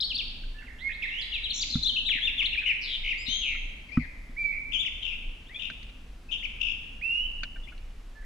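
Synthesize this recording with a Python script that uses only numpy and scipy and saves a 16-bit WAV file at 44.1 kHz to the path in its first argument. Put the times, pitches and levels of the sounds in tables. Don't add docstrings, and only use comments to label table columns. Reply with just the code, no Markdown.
import sys
import numpy as np
from scipy import signal
from scipy.fft import rfft, irfft, next_fast_len
from scipy.io import wavfile
from scipy.ndimage import uniform_filter1d, map_coordinates

SR = 44100
rng = np.random.default_rng(int(sys.argv[2]) if len(sys.argv) > 2 else 0)


def wav_out(sig):
    wavfile.write(sys.argv[1], SR, np.round(np.clip(np.atleast_2d(sig).T, -1, 1) * 32767).astype(np.int16))


N = 363825


def amp(db):
    return 10 ** (np.asarray(db) / 20)


def along(points, hz):
    f, v = np.transpose(points)
    return np.interp(np.log(hz + 1), np.log(f + 1), v)


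def wobble(t, rate):
    knots = (t - t[0]) * rate
    return map_coordinates(rng.standard_normal(int(knots[-1]) + 4), [knots + 1])


def filtered(x, response):
    n = x.shape[-1]
    m = next_fast_len(n + 8192)
    return irfft(rfft(x, m) * response(np.fft.rfftfreq(m, 1 / SR)), m)[..., :n]


def noise(spectrum, shape):
    x = filtered(rng.standard_normal(shape), lambda hz: amp(along(spectrum, hz)))
    return x / np.sqrt(np.mean(x ** 2) + 1e-20)


def add(track, start_s, sound):
    start = max(round(start_s * SR), 0)
    part = track[..., start:start + sound.shape[-1]]
    part += sound[..., :part.shape[-1]]


def ring(modes, t):
    return sum(amp(db - 60 * t / t60) * np.sin(2 * np.pi * hz * t) for hz, db, t60 in modes)


# frequency_hz, density_db
HUSH_SPECTRUM = [(100, 7.5), (400, -1), (700, -4.5), (1100, -6.5), (2500, -7.5), (5000, -15), (8000, -20.5),
                 (12000, -26), (13500, -28.5), (15000, -33)]
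# frequency_hz, coherence
HUSH_COHERENCE = [(200, .9), (500, .85), (1200, .62), (10000, .6)]
def meadow(level_db=-56.5):
    def mid_side_gains(hz):
        angle = np.arccos(along(HUSH_COHERENCE, hz)) / 2
        return np.array([np.cos(angle), np.sin(angle)])
    mid, side = filtered(noise(HUSH_SPECTRUM, (2, N)), mid_side_gains)
    return amp(level_db) * np.array([mid + side, mid - side])


def whine(t, pitch_hz=10657, level_db=-78, pictures_per_s=24):
    pulse = np.sin(np.pi * pictures_per_s * t) ** 2
    return amp(level_db) * pulse * np.sin(2 * np.pi * pitch_hz * t)


# frequency_hz, density_db
SWAY_SPECTRUM = [(10, -13), (20, 5), (27, 14), (36, -13.5), (60, -44.5), (150, -120)]
# time_s, level_db
SWAY_LEVELS = [(0.0, -71), (0.04, -51), (0.46, -33.5), (0.73, -46), (2.41, -40.5), (2.76, -49.5),
               (3.06, -33), (3.21, -46), (3.65, -33.5), (3.9, -57.5), (4.13, -40.5), (5.01, -45.5),
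               (5.28, -33), (5.4, -50), (6.78, -40.5), (7.17, -49.5), (7.21, -36.5), (8.25, -41.5)]
def pole_sway(t, gain_db=-1):
    sway = noise(SWAY_SPECTRUM, N)
    local_rms = np.sqrt(np.abs(uniform_filter1d(sway ** 2, size=10000)) + 1e-6)
    return amp(gain_db + np.interp(t, *np.transpose(SWAY_LEVELS))) * sway / local_rms


# frequency_hz, density_db
WIND_SPECTRUM = [(20, -24), (35, -3), (48, 2.5), (70, -9), (110, -25), (200, -46), (500, -120)]
def wind(t, level_db=-50, gust_db=2.0):
    return amp(level_db + gust_db * wobble(t, 5)) * noise(WIND_SPECTRUM, N)


# time_s, level_db
GRIP_LEVELS = [(0.0, -62.5), (0.39, -53), (0.5, -59), (1.22, -67), (1.79, -51.5), (1.88, -55.5),
               (2.73, -65.5), (3.4, -62.5), (3.54, -60.5), (4.13, -56), (4.57, -61.5), (5.58, -63),
               (5.72, -58.5), (7.7, -61.5), (7.86, -64), (8.25, -76)]
# frequency_hz, density_db
CASE_SPECTRUM = [(50, -2.5), (100, 4), (150, 1.5), (195, -1.5), (250, 6), (300, -4), (360, -20), (600, -52),
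                 (1200, -120)]
def grip_rumble(t, gain_db=1, fidget_db=2.0):
    level_db = gain_db + np.interp(t, *np.transpose(GRIP_LEVELS)) + fidget_db * wobble(t, 6.1)
    return amp(level_db) * noise(CASE_SPECTRUM, N)


# start_s, level_db, cutoff_hz
POLE_THUMPS = [(1.7527, -13, 231.6), (2.151, -36.5, 305), (3.281, -33.5, 310), (3.972, -9, 277),
               (4.292, -39.5, 303), (5.71, -41, 306)]
# pitch_hz, level_db, t60_s
POLE_MODES = [(56.9, -16, 0.24), (104, -14, 0.09), (156, -12.5, .13), (190, -5, 0.037), (239, -1.5, 0.072),
              (266, -14.5, 0.1)]
def pole_thumps(attack_s=0.0008):
    track, t = np.zeros((2, N)), np.arange(SR // 3) / SR
    for start_s, db, cutoff_hz in POLE_THUMPS:
        hand = signal.butter(7, cutoff_hz, fs=SR, output="sos")
        thump = amp(db) * (1 - np.exp(-t / attack_s)) * ring(POLE_MODES, t)
        add(track, start_s, signal.sosfilt(hand, thump))
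    return track


# start_s, ring_db, snap_db, ring_speed_ratio, rise_s
MOUNT_CLICKS = [(0.436, -53.5, -52, 1, .002), (1.754, -48, -66, 0.88, 0.00095),
                (2.428, -55, -33.5, 0.73, 0.0012), (3.549, -52, -62, 0.88, 0.0015),
                (3.972, -38.5, -53, 0.83, 0.0003), (5.7, -41, -36, 1, 0.00065),
                (5.828, -70, -39.5, 1.4, .001), (5.894, -75, -45, 0.9, 0.0012),
                (7.433, -36.5, -26.5, 0.987, 0.00089), (7.559, -38, -53, 1, 0.01),
                (7.72, -41, -52, 0.94, 0.011), (7.779, -54.5, -54, 1.8, 0.0005)]
# pitch_hz, level_db, t60_s
MOUNT_MODES = [(635, -7, 0.036), (1445, -4, 0.066), (1556, 12, 0.03), (1780, -4, 0.064), (2330, 9.5, 0.02),
               (3500, -9, 0.036)]
# frequency_hz, density_db
SNAP_SPECTRUM = [(300, 9), (1200, -21), (2300, 22), (4400, 12), (5400, -3.5), (6400, 3.5), (8000, -59),
                 (15000, -63)]
def mount_clicks(snap_t60_s=0.039):
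    track, t = np.zeros((2, N)), np.arange(SR // 3) / SR
    for start_s, ring_db, snap_db, ratio, rise_s in MOUNT_CLICKS:
        snap = amp(snap_db - 60 * t / snap_t60_s) * noise(SNAP_SPECTRUM, (2, len(t)))
        ringing = amp(ring_db) * ring(MOUNT_MODES, ratio * t)
        add(track, start_s, (1 - np.exp(-t / rise_s)) * (ringing + snap))
    return track


# frequency_hz, t60_s
FOREST_DECAY = [(1000, 2.07), (2500, 1.084), (4000, 0.92), (7000, 0.82), (12000, 0.17)]
def forest(song, build_s=0.0051, near_db=5, near_s=0.0094, coherence=0.065):
    hz, t, spectra = signal.stft(rng.standard_normal((3, SR)), SR, nperseg=256)
    decay_db = near_db * np.exp(-t / near_s) - 60 * t / along(FOREST_DECAY, hz)[:, None]
    envelope = (1 - np.exp(-t / build_s)) * amp(decay_db)
    tails = signal.istft(spectra * envelope, SR, nperseg=256)[1]
    response = np.sqrt(coherence) * tails[2] + np.sqrt(1 - coherence) * tails[:2]
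    song_band_gain = np.sqrt(np.mean(np.abs(rfft(response, SR)[:, 2000:4500]) ** 2))
    return signal.fftconvolve(song, response / song_band_gain, axes=1)[:, :N]


# start_s, left_over_right_db, echo_db, octave_db, hoarseness (0 is clear)
SONG_PHRASES = [ (0.0, 5.5, -2, -34.5, 0.22), (0.5, -9, -2.5, -32, 0.3), (1.0, -6.5, 2.5, -29.5, 0.26),
                (1.3, 5.5, -0.5, -36.5, 0.22), (1.8, 9, -2.5, -34.5, 0.11), (2.2, 7, -2.5, -35, 0.22),
                (3.0, 5.5, -2, -29, 0.16), (3.24, 19, -2, -33.5, .3), (3.4, 5.5, -3.5, -39, 0.27),
                (3.8, 27, -4, -21.5, 0.54), (4.3, -5.5, -1.5, -37.5, 0.14), (4.7, 31, -3.5, -27, 0.32),
                (5.0, 22, -3, -30.5, 1.15), (5.4, 5, -3.5, -32, 0.8), (5.58, 25, -4.5, -30, 0.98),
                (6.2, 30, -3.5, -28, 0.44), (6.55, 22, -3.5, -28, 1), (6.95, -7.5, -2, -39, 0.17),
                (7.6, 22, -7.5, -34, 0.3), (8.1, -6, -8, -55, 0.2), ]
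def phrase(time_s):
    return SONG_PHRASES[sum(time_s >= row[0] for row in SONG_PHRASES[1:])][1:]


def syrinx(start_s, t, hz, jitter=0.03, shimmer_db=4, rasp_db=-40, third_db=-45):
    _, _, octave_db, hoarse = phrase(start_s)
    phase = 2 * np.pi * np.cumsum(hz * (1 + jitter * hoarse * wobble(t, 697.3))) / SR
    ragged = min(.5 + 5 * hoarse, 1.7) * wobble(t, 800)
    overtones = amp(octave_db) * np.sin(2 * phase + ragged) + amp(third_db) * np.sin(3 * phase + ragged)
    rasp = amp(rasp_db) * wobble(t, 3200) * np.sin(3 / 2 * phase)
    shimmer = amp(shimmer_db * hoarse * wobble(t, 194))
    return np.sqrt(2) * shimmer * (np.sin(phase) + overtones + rasp)


def swell(length_s, accent, rise_db, fall_db, edge_s=.006):
    t = np.arange(-edge_s / 2, length_s + edge_s / 2, 1 / SR)
    from_accent = np.interp(t / length_s, [0, np.clip(accent, .02, .98), 1], [-1, 0, 1])
    below_db = np.where(from_accent < 0, rise_db, fall_db) * np.abs(from_accent) ** 1.38
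    edge = np.clip(np.minimum(t - t[0], t[-1] - t) / edge_s, 0, 1)
    return t, amp(-below_db) * np.sin(np.pi / 2 * edge) ** 2


# start_s, length_s, start_hz, end_hz, level_db, accent_fraction, rise_db, scoop_hz, scoop_s
WHISTLE_NOTES = [ (0.545, 0.076, 1770, 1755, -52, 0.7, 5, 76, 0.016),
                 (0.583, .035, 2664, 2714, -50, .2, 6, -200, 0.0058),
                 (0.792, 0.092, 2336, 2194, -30, 1, 13, 637.5, 0.031),
                 (1.112, 0.073, 2680, 2990, -39.5, 0.9, 1, 64, 0.011),
                 (3.174, 0.1, 4770, 5140, -46.5, 0, 1, 594, 0.0056),
                 (3.175, 0.07, 7020, 7630, -55, 0, 3, 897, 0.0062),
                 (3.272, .135, 6330, 6450, -42, 0.46, -2, 1097, 0.02),
                 (3.268, 0.17, 3221, 3210, -29, 0.1, 15, 684.5, .024),
                 (3.915, 0.058, 2352, 2540, -38.5, 0.1, 7, 207, 0.0046),
                 (4.361, .160, 2389, 2253, -27.5, 0.33, 12, 755, .008),
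                 (5.453, 0.046, 2800, 3890, -56.5, 0.3, 1, 50, 0.014),
                 (6.288, 0.024, 2750, 2500, -42, 0.9, 7, 146, 0.0056),
                 (7.011, 0.26, 2610, 3014, -30, 0.66, 1.5, 946, .009),
                 (8.152, 0.077, 1777, 1710, -52, 0.3, 8, 52, 0.017), ]
def whistles(gain_db=1.0, scoop_db_per_hz=0.0259):
    for start_s, length_s, start_hz, end_hz, db, accent, rise_db, scoop_hz, scoop_s in WHISTLE_NOTES:
        t, envelope = swell(length_s, accent, rise_db, fall_db=8)
        flat_hz = scoop_hz * np.exp(-np.maximum(t, 0) / scoop_s)
        hz = np.interp(t, [0, length_s], [start_hz, end_hz]) - flat_hz
        level_db = gain_db + db - scoop_db_per_hz * flat_hz
        yield start_s, t, amp(level_db) * envelope * syrinx(start_s, t, hz)


# start_s, length_s, start_hz, end_hz, level_db, accent_fraction, rise_db, swing_hz, rate_hz
TRILL_NOTES = [ (0.613, 0.044, 1900, 1680, -51, .15, 2, 343, 61),
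               (0.687, 0.066, 1940, 2060, -52.5, 0.4, 3, 246, 51),
               (0.784, 0.047, 2930, 4230, -51, 0.5, 3, 350, 140),
               (0.883, 0.052, 2130, 2192, -37, 0.4, 8, 392, 74),
               (0.913, 0.053, 3090, 4240, -49.5, .5, 1, 350, 120),
               (1.022, .045, 3184, 3930, -45.5, 0.1, 2, 322, 160),
               (1.535, .100, 6300, 6310, -37.5, 0.35, 6, 864, 62),
               (2.133, 0.061, 2630, 1993, -31.5, 0.03, 0, 420, 89),
               (2.414, 0.019, 2410, 2480, -30, .5, 12, 368, 114),
               (2.609, .036, 1985, 1740, -45, 0.4, 6, 323, 90),
               (2.654, 0.079, 2618, 2190, -31, 0.04, 2, 420, 77),
               (2.813, 0.061, 5170, 3890, -39.5, 0.58, 14, 650, 130),
               (2.873, 0.095, 3667, 3250, -32.5, 0.9, 7.5, 410, 131),
               (3.038, 0.073, 2550, 2616, -32, 0.87, 3.5, 472, 68),
               (3.256, 0.15, 3886, 3624, -35, 0.14, 16, 290, 215),
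               (3.410, 0.067, 3320, 2608, -30, 0.84, 8.5, 360, 150),
               (3.474, 0.099, 2644, 2269, -31, 0.2, -1, 296, 152),
               (3.995, .070, 2310, 1854, -40, 0.32, 4, 195, 110),
               (4.515, 0.064, 2306, 2242, -38, 0.2, 6, 201, 108),
               (4.715, 0.07, 2840, 2652, -34, 0.4, 9, 360, 82),
               (5.02, .140, 3250, 2613, -34.5, 0.4, 4.5, 510, 79),
               (5.591, 0.1, 3126, 2846, -36, 0.7, 4.5, 604, 82),
               (6.314, 0.0582, 3078, 2864, -33.5, 0.4, 0, 338, 267),
               (6.606, .145, 3070, 2782, -31.5, 0.48, 2.5, 494, 60),
               (7.682, 0.022, 2650, 2670, -46.5, .4, 3, 357, 94),
               (8.217, .040, 1800, 1800, -57, 0.7, 5, 250, 63), ]
def trills(gain_db=1.2, cusp=0.06, downstroke_db=4.5, second_db=-1, second_swing=0.35, drop_hz=140):
    for start_s, length_s, start_hz, end_hz, db, accent, rise_db, swing_hz, rate_hz in TRILL_NOTES:
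        t, envelope = swell(length_s, accent, rise_db, fall_db=9, edge_s=.013)
        centre_hz = np.interp(t, [0, length_s], [start_hz, end_hz])
        hoarse = min(phrase(start_s)[3], 1)
        depth = np.tanh(swing_hz / 200)
        cycle = 2 * np.pi * np.cumsum(rate_hz * (1 + 0.105 * hoarse * wobble(t, 60))) / SR
        first_hz = centre_hz + swing_hz * (np.cos(cycle) + cusp * np.cos(2 * cycle))
        second_hz = centre_hz - drop_hz - second_swing * swing_hz * np.cos(cycle)
        first = amp(depth * downstroke_db * np.sin(cycle)) * syrinx(start_s, t, first_hz)
        second = amp(second_db) * syrinx(start_s, t, second_hz)
        share = .9 * depth * hoarse
        voices = np.sqrt(1 - share ** 2) * first + share * second
        yield start_s, t, amp(gain_db + db) * envelope * voices


# start_s, first_glide_s, second_glide_s, start_hz, turn_hz, end_hz, level_db, accent_fraction
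CHIRP_NOTES = [ (0.000, 0.01, 0.0025, 3240, 5810, 4100, -24.5, 0),
               (0.01, 0.013, .010, 4180, 3860, 2840, -26, 0.38),
               (0.029, 0.0089, .022, 3174, 4340, 4500, -25.5, 0.13),
               (0.099, .020, 0.0099, 3460, 2855, 2300, -30.5, 0.66),
               (0.143, 0.017, .011, 4010, 4730, 3320, -27.5, 1),
               (0.174, 0.0087, 0.006, 3580, 5830, 3970, -37.5, 0),
               (0.185, 0.013, 0.02, 3860, 3120, 2226, -27.5, 0.17),
               (0.665, .012, 0.016, 2810, 2210, 1840, -47, 0.7),
               (1.022, .013, 0.027, 2745, 2257, 1747, -30.5, 0.1),
               (1.083, 0.013, 0.012, 3946, 3500, 2780, -43, 0.9),
               (1.175, 0.022, 0.035, 2894, 3367, 3540, -36.5, 0.13),
               (1.212, 0.011, 0.024, 5140, 3960, 3860, -39, .35),
               (1.317, 0.013, 0.069, 3564, 2883, 2105, -33, 0),
               (1.331, 0.013, 0.022, 2870, 4160, 2535, -32.5, 0.82),
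               (1.437, 0.0082, 0.011, 3820, 3990, 3290, -29, 0.7),
               (1.455, .014, 0.011, 3360, 2974, 2410, -30.5, 0),
               (1.496, .010, 0.02, 2922, 4450, 2636, -28.5, 0.5),
               (1.586, 0.014, .012, 3430, 3480, 4040, -34, 1),
               (1.610, 0.0097, 0.022, 4310, 5090, 1940, -28, 0.56),
               (1.696, 0.014, .007, 4450, 3860, 5770, -31.5, 0.8),
               (1.724, 0.018, 0.0089, 4290, 3920, 3330, -28, 0.87),
               (1.826, .011, 0.0082, 3743, 4270, 3500, -25, .55),
               (1.846, .014, 0.02, 3488, 3520, 4200, -23.5, 0.7),
               (1.828, .015, .012, 5700, 6480, 5040, -43.5, 0.8),
               (1.871, .011, 0.019, 2720, 4350, 3415, -27, 0.33),
               (1.89, 0.011, 0.015, 3425, 3100, 2940, -25.5, 0.27),
               (1.956, 0.013, 0.0088, 3246, 2497, 3210, -26, 0.9),
               (1.976, 0.0055, .015, 2930, 3120, 2860, -24.5, 0.6),
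               (2.049, 0.019, 0.041, 3060, 4014, 3176, -26.5, 0.96),
               (2.104, .016, 0.018, 3260, 2664, 2030, -24.5, 0.26),
               (2.085, 0.0071, 0.0056, 2620, 2230, 1527, -34, 0.52),
               (2.219, 0.04, 0.019, 3170, 3650, 2930, -26.5, 0.58),
               (2.272, .016, .011, 2960, 2516, 2100, -24, 0.12),
               (2.380, .014, 0.03, 3595, 3300, 2060, -25.5, 0.64),
               (2.434, 0.021, 0.0077, 2414, 3225, 4350, -27.5, 0.74),
               (2.457, .007, 0.0068, 4330, 3790, 3200, -26.5, 1),
               (2.521, 0.014, .024, 2414, 2933, 1677, -29, 0.3),
               (2.575, 0.017, 0.017, 2298, 2584, 2440, -24.5, 0.3),
               (2.655, .024, 0.049, 2692, 3068, 2058, -24.5, 0.7),
               (3.108, .012, 0.0139, 2960, 2535, 1890, -27, 0.56),
               (3.134, 0.013, 0.02, 1866, 2146, 2130, -36, .7),
               (3.885, 0.024, 0.023, 2400, 1916, 2290, -49, 0.1),
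               (4.730, 0.04, 0.023, 3525, 2924, 3393, -27.5, .45),
               (4.790, 0.023, 0.03, 3275, 3640, 2410, -27, 0.1),
               (4.85, 0.011, 0.024, 1886, 3200, 1950, -29, 0.58),
               (5.495, 0.033, 0.055, 1840, 2230, 2560, -47, 0.8),
               (5.545, 0.0175, 0.0185, 3274, 3440, 3610, -39, .6),
               (6.314, 0.0105, .026, 3402, 3202, 2720, -31, 0.5),
               (6.360, 0.028, 0.039, 2860, 3670, 2740, -43, 1),
               (6.428, 0.014, 0.02, 1880, 3170, 2120, -31.5, 0.87),
               (7.632, .025, .016, 3430, 3470, 2040, -53.5, 0.2),
               (7.672, 0.0039, 0.014, 2320, 1970, 2950, -46, 0.9), ]
def chirps(gain_db=1.0, waver_db=1, upstroke_db=2, upstroke_hz_per_s=120000):
    for start_s, first_s, second_s, start_hz, turn_hz, end_hz, db, accent in CHIRP_NOTES:
        t, envelope = swell(first_s + second_s, accent, rise_db=7, fall_db=11.5)
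        glides_hz = np.interp(t, [0, first_s, first_s + second_s], [start_hz, turn_hz, end_hz])
        hz = uniform_filter1d(glides_hz, size=260)
        climb = np.clip(np.gradient(hz, t) / upstroke_hz_per_s, 0, 1)
        level_db = gain_db + db - upstroke_db * climb + waver_db * wobble(t, 150)
        yield start_s, t, amp(level_db) * envelope * syrinx(start_s, t, hz)


def birds(left_lag_s=.00003, echo_pan=0.049):
    direct, scattered = np.zeros((2, N)), np.zeros((2, N))
    sides = np.array([[1], [-1]]) / 2
    place = lambda db: amp(sides * db) / np.sqrt(np.mean(amp(sides * db) ** 2, axis=0))
    for start_s, t, note in [*chirps(), *whistles(), *trills()]:
        pan_db, echo_db, _, _ = phrase(start_s)
        add(direct, start_s + t[0], note * place(pan_db))
        add(scattered, start_s + t[0], note * amp(echo_db) * place(echo_pan * pan_db))
    direct = filtered(direct, lambda hz: np.exp(-2j * np.pi * hz * sides * left_lag_s))
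    return direct + forest(scattered)


def scene():
    t = np.arange(N) / SR
    song = birds()
    knocks = pole_thumps() + mount_clicks()
    rumble = pole_sway(t) + wind(t) + grip_rumble(t)
    return song + knocks + rumble + meadow() + whine(t)


def record(dry, cutoff_hz=15100):
    return filtered(dry, lambda hz: hz < cutoff_hz)


dry = scene()
out = record(dry)
wav_out(out)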